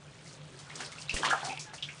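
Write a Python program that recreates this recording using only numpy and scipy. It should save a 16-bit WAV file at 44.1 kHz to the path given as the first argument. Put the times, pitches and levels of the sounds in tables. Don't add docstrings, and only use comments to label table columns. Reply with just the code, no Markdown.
import sys
import numpy as np
from scipy import signal
from scipy.fft import rfft, irfft, next_fast_len
from scipy.io import wavfile

SR = 44100
rng = np.random.default_rng(int(sys.argv[2]) if len(sys.argv) > 2 else 0)


def transcribe(u):
    v = np.clip(np.atleast_2d(u).T, -1, 1)
    q = np.round(v * 32767).astype(np.int16)
    wavfile.write(sys.argv[1], SR, q)


N = 88200


def bubbles():
    # start in seconds, level in dB, pitch in Hz, t60 in seconds.
    pockets = [(.078, -51, 2430, .04), (.190, -44.5, 2240, 0.015), (.261, -43.5, 2060, 0.023),
               (.667, -45.5, 1440, 0.038), (.704, -29.5, 2050, 0.0091), (.8045, -33, 840, 0.021),
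               (.8046, -24, 1510, 0.0063), (.820, -32.5, 1590, 0.018), (.924, -32, 2100, 0.01),
               (.960, -39, 1340, 0.022), (.984, -30, 2620, 0.013), (1.0844, -30, 3840, 0.01),
               (1.0944, -16, 2630, 0.015), (1.102, -25, 2730, 0.0096), (1.1653, -24, 1876, 0.013),
               (1.2246, -29, 3120, 0.017), (1.2326, -19, 1590, 0.018), (1.233, -14, 955, 0.011),
               (1.241, -16.5, 1100, 0.012), (1.2496, -10.5, 1795, 0.0063), (1.2564, -23, 1970, 0.015),
               (1.249, -16.5, 1038, 0.01), (1.257, -23, 1050, 0.018), (1.2655, -15, 1060, 0.014),
               (1.2764, -29.5, 1282, 0.082), (1.2874, -9.5, 3130, 0.0035), (1.3054, -20.5, 1360, 0.06),
               (1.312, -13, 1623, 0.02), (1.319, -26.5, 1680, 0.029), (1.3264, -19, 1616, 0.023),
               (1.329, -17.5, 774, 0.031), (1.3334, -12.5, 1290, 0.018), (1.335, -16, 945, 0.0066),
               (1.371, -35, 783, 0.07), (1.372, -39, 1485, 0.047), (1.4072, -25, 3450, 0.0059),
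               (1.427, -29, 1500, 0.021), (1.431, -27.5, 808, .04), (1.472, -25.5, 790, 0.01),
               (1.485, -45.5, 264.4, 0.16), (1.4945, -31, 2530, 0.011), (1.508, -25, 2420, 0.01),
               (1.572, -40.5, 847, 0.03), (1.5738, -28.5, 2300, 0.0097), (1.583, -32, 2540, 0.013),
               (1.735, -28, 774, 0.0095), (1.7434, -27, 1930, 0.0037), (1.8257, -28, 3030, 0.0076),
               (1.8293, -21, 3290, 0.012), (1.853, -36.5, 3410, 0.018), (1.8871, -37.5, 1560, 0.024),
               (1.8876, -34, 2370, 0.036)]
    rise, attack_s = 0.089, 0.00065
    out, t = np.zeros(N + SR), np.arange(SR // 5) / SR
    for start, db, hz, t60 in pockets:
        phase = 2 * np.pi * hz * (t + rise * t * t / (2 * t60))
        envelope = amp(db - 60 * t / t60) * (1 - np.exp(-t / attack_s))
        i = int(start * SR)
        out[i:i + len(t)] += envelope * np.sin(phase)
    return out[:N]


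def splats():
    # start in seconds, level in dB, centre in Hz, width as a share of it, t60 in seconds.
    swarms = [(.590, -49.5, 3500, 1.8, 0.22), (.696, -49.5, 1970, 1.4, 0.4),
              (.755, -37.5, 5930, 0.55, 0.067), (.8040, -41, 5500, 1.2, 0.11),
              (0.8042, -41.5, 1550, 0.81, 0.19), (.848, -42, 4600, 0.41, 0.18), (.918, -45, 1800, 5, 0.11),
              (1.017, -51.5, 3000, 0.21, 0.21), (1.0932, -36, 2600, 0.19, 0.29),
              (1.0941, -39, 4230, 0.63, 0.24), (1.141, -35.5, 5500, 1.5, 0.18),
              (1.1654, -34.5, 2370, 0.99, 0.15), (1.2244, -35, 3100, 0.17, 0.078),
              (1.246, -31, 2800, 0.7, 0.36), (1.300, -36, 6000, 0.71, 0.17),
              (1.449, -38, 4300, 0.63, 0.094), (1.4935, -39.5, 2500, 0.15, 0.29),
              (1.5722, -48, 2400, 0.12, 0.24), (1.5746, -34, 3000, 0.68, 0.015),
              (1.594, -39, 5400, 0.79, 0.26), (1.734, -45.5, 1500, 0.67, 0.16),
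              (1.78, -42, 2800, 0.24, 0.089), (1.8251, -32, 3120, 0.31, 0.11),
              (1.8243, -47.5, 5160, 0.47, 0.28), (1.8875, -40.5, 2370, 0.35, 0.17)]
    crackle_db = 4.5
    out, t = np.zeros(N + SR), np.arange(SR // 4) / SR
    for start, db, hz, width, t60 in swarms:
        noise, lumps = rng.standard_normal((2, len(t)))
        crackle = noise * amp(crackle_db * lumps)
        swarm = rms_one(resonate(resonate(crackle, hz, width * hz), hz, width * hz))
        attack_s = 0.0002 * amp(-51.5 - db)
        envelope = amp(db - 60 * t / t60) * (1 - np.exp(-t / attack_s))
        i = int(start * SR)
        out[i:i + len(t)] += envelope * swarm
    return out[:N]


def spray():
    # time in seconds, level in dB.
    swell = [(0, -66), (.24, -61), (.27, -54), (.35, -56), (.40, -66.5), (.57, -59), (.74, -59), (.76, -50),
             (.86, -49), (.885, -57.5), (.97, -57), (1.02, -45.5), (1.07, -61.5), (1.13, -54), (1.17, -40),
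             (1.22, -48), (1.26, -37.5), (1.29, -51), (1.44, -52), (1.45, -38.5), (1.56, -57), (1.72, -80),
             (1.74, -46.5), (1.82, -62), (2, -55.5)]
    # frequency in Hz, relative gain in dB.
    treble = [(2500, -25), (4200, 5.5), (9800, -1), (11000, -70)]
    # time in seconds, then high, middle and low band levels in dB.
    slosh = [(0, -66, -61.5, -61.5), (.3, -60, -60, -60.5), (.48, -60.5, -61, -57.5),
             (.71, -62, -54.5, -63), (0.822, -47.5, -50.5, -49), (.89, -58, -56, -57.5),
             (1.1, -55, -54.5, -62), (1.16, -48, -52, -45), (1.298, -51.5, -37.5, -47),
             (1.4, -51, -45, -62.5), (1.5, -48, -47, -48), (1.58, -58.5, -57, -60), (2, -57.5, -59, -61)]
    t = np.arange(N) / SR
    fine = amp(np.interp(t, *np.transpose(swell))) * coloured(droplets(4000, 11000), treble)
    times, *bands = np.transpose(slosh)
    high, middle, low = [amp(np.interp(t, times, db)) for db in bands]
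    return fine + high * droplets(2080, 4090) + middle * droplets(574, 1953) + low * droplets(205.6, 649)


def droplets(low_hz, high_hz):
    drops_per_s, ring_q, spread_db, drop_share = 5000, 9.2, 4.5, 0.67
    sizes = amp(spread_db * np.minimum(rng.exponential(1, N), 5)) * rng.choice([-1, 1], N)
    clicks = sizes * (rng.random(N) < drops_per_s / SR)
    pitches, pick = np.geomspace(low_hz, high_hz, num=10), rng.integers(0, 10, N)
    drops = sum(resonate(clicks * (pick == k), hz, hz / ring_q) for k, hz in enumerate(pitches))
    band = signal.butter(2, [low_hz, high_hz], "band", fs=SR, output="sos")
    patter = rms_one(signal.sosfilt(band, drops))
    smooth = rms_one(signal.sosfilt(band, rng.standard_normal(N)))
    return np.sqrt(drop_share) * patter + np.sqrt(1 - drop_share) * smooth


def air_notes():
    # time in seconds, pitch in Hz, level in dB.
    curves = [
        [(.385, 525, -73), (.40, 522, -60), (.48, 495, -70)],
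        [(.49, 410, -65), (.53, 385, -60.5), (.575, 360, -55.5)],
        [(1.437, 660, -44), (1.455, 700, -42), (1.475, 800, -42.5), (1.49, 740, -42), (1.518, 900, -38.5),
         (1.53, 780, -38), (1.56, 720, -60)],
        [(1.662, 860, -65), (1.672, 860, -54), (1.72, 850, -50)],
        [(1.662, 1770, -64), (1.675, 1690, -42), (1.687, 1660, -62), (1.715, 1640, -53)],
    ]
    wobble_hz, wobble_db = 61, 3.5
    lowpass = signal.butter(2, wobble_hz, fs=SR, output="sos")
    t, out = np.arange(N) / SR, 0
    for curve in curves:
        times, hz, db = np.transpose(curve)
        wobble = rms_one(signal.sosfilt(lowpass, rng.standard_normal(N)))
        faded_db = np.interp(t, [times[0] - .005, *times, times[-1] + .01], [-100, *db, -100])
        phase = 2 * np.pi * np.cumsum(np.interp(t, times, hz)) / SR
        out = out + np.sqrt(2) * amp(faded_db + wobble_db * wobble) * np.sin(phase)
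    return out


def bump():
    start_s, db, swing_hz, t60_s, soften_hz = 1.1425, -25, 21.6, 0.072, 1500
    t = np.maximum(np.arange(N) / SR - start_s, 0)
    attack = 1 - np.exp(-2 * np.pi * soften_hz * t)
    return amp(db - 60 * t / t60_s) * np.cos(2 * np.pi * swing_hz * t) * attack


def wall_echoes(x):
    # round trips in seconds, three times the bass t60 in seconds,
    # level in dB.
    bathtub = ([.0023, .0031, .0041, .0053, .0067, .0079], 0.14, -7.5)
    room = ([.0089, .0107, .0131, .0157, .0181, .0223, .0269, .0311], 0.53, -12)
    dull_hz, scatter = 6000, 0.32
    size = next_fast_len(N + SR)
    hz, response = np.arange(size // 2 + 1) * SR / size, 0
    for lags, decay, db in (bathtub, room):
        for k, lag in enumerate(lags):
            loss_db = 60 * lag / decay * (3 + hz / dull_hz)
            loop = amp(-loss_db) * np.exp(-2j * np.pi * hz * lag)
            response = response + amp(db) * (-1) ** k * loop / (1 - loop)
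    for lag in (0.001015, 0.001383, 0.0031):
        delay = np.exp(-2j * np.pi * hz * lag)
        response = response * (delay - scatter) / (1 - scatter * delay)
    return irfft(rfft(x, size) * response, size)[:N]


def fan():
    hz, width_hz, db = 146.8, 18.3, -55
    air = rng.standard_normal(N + SR)
    hum = resonate(resonate(air, hz, width_hz), hz, width_hz)
    return amp(db) * rms_one(hum[SR:])


def noise_floor():
    # frequency in Hz, relative gain in dB.
    tone = [(12, -21), (25, -18.5), (90, -3), (150, 4), (200, -5.5), (500, -25), (2000, -21.5),
            (11000, -43.5)]
    return amp(-57.5) * coloured(rng.standard_normal(N), tone)


def amp(db):
    return 10 ** (np.asarray(db) / 20)


def rms_one(x):
    return x / np.sqrt(np.mean(x ** 2) + 1e-20)


def coloured(x, curve):
    hz, db = np.transpose(curve)
    grid = np.maximum(np.arange(N // 2 + 1) * SR / N, 1)
    gain = amp(np.interp(np.log(grid), np.log(hz), db))
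    return rms_one(irfft(rfft(x) * gain, N))


def resonate(x, hz, width_hz):
    r = np.exp(-np.pi * width_hz / SR)
    feedback = [1, -2 * r * np.cos(2 * np.pi * hz / SR), r * r]
    return signal.lfilter([1, 0, -1], feedback, x + 1e-18) * (1 - r * r) / 2


def scene():
    rings, held, thrown = bubbles(), air_notes(), spray() + splats()
    floor = noise_floor()
    echoes = wall_echoes(rings + amp(-10.5) * held + amp(-18.5) * thrown)
    return (rings + held + thrown + echoes + bump() + fan() + floor)[None]


def record(dry):
    cutoff_hz = 10250
    return signal.sosfilt(signal.ellip(12, .5, 48, cutoff_hz, fs=SR, output="sos"), dry)


dry = scene()
out = record(dry)
transcribe(out)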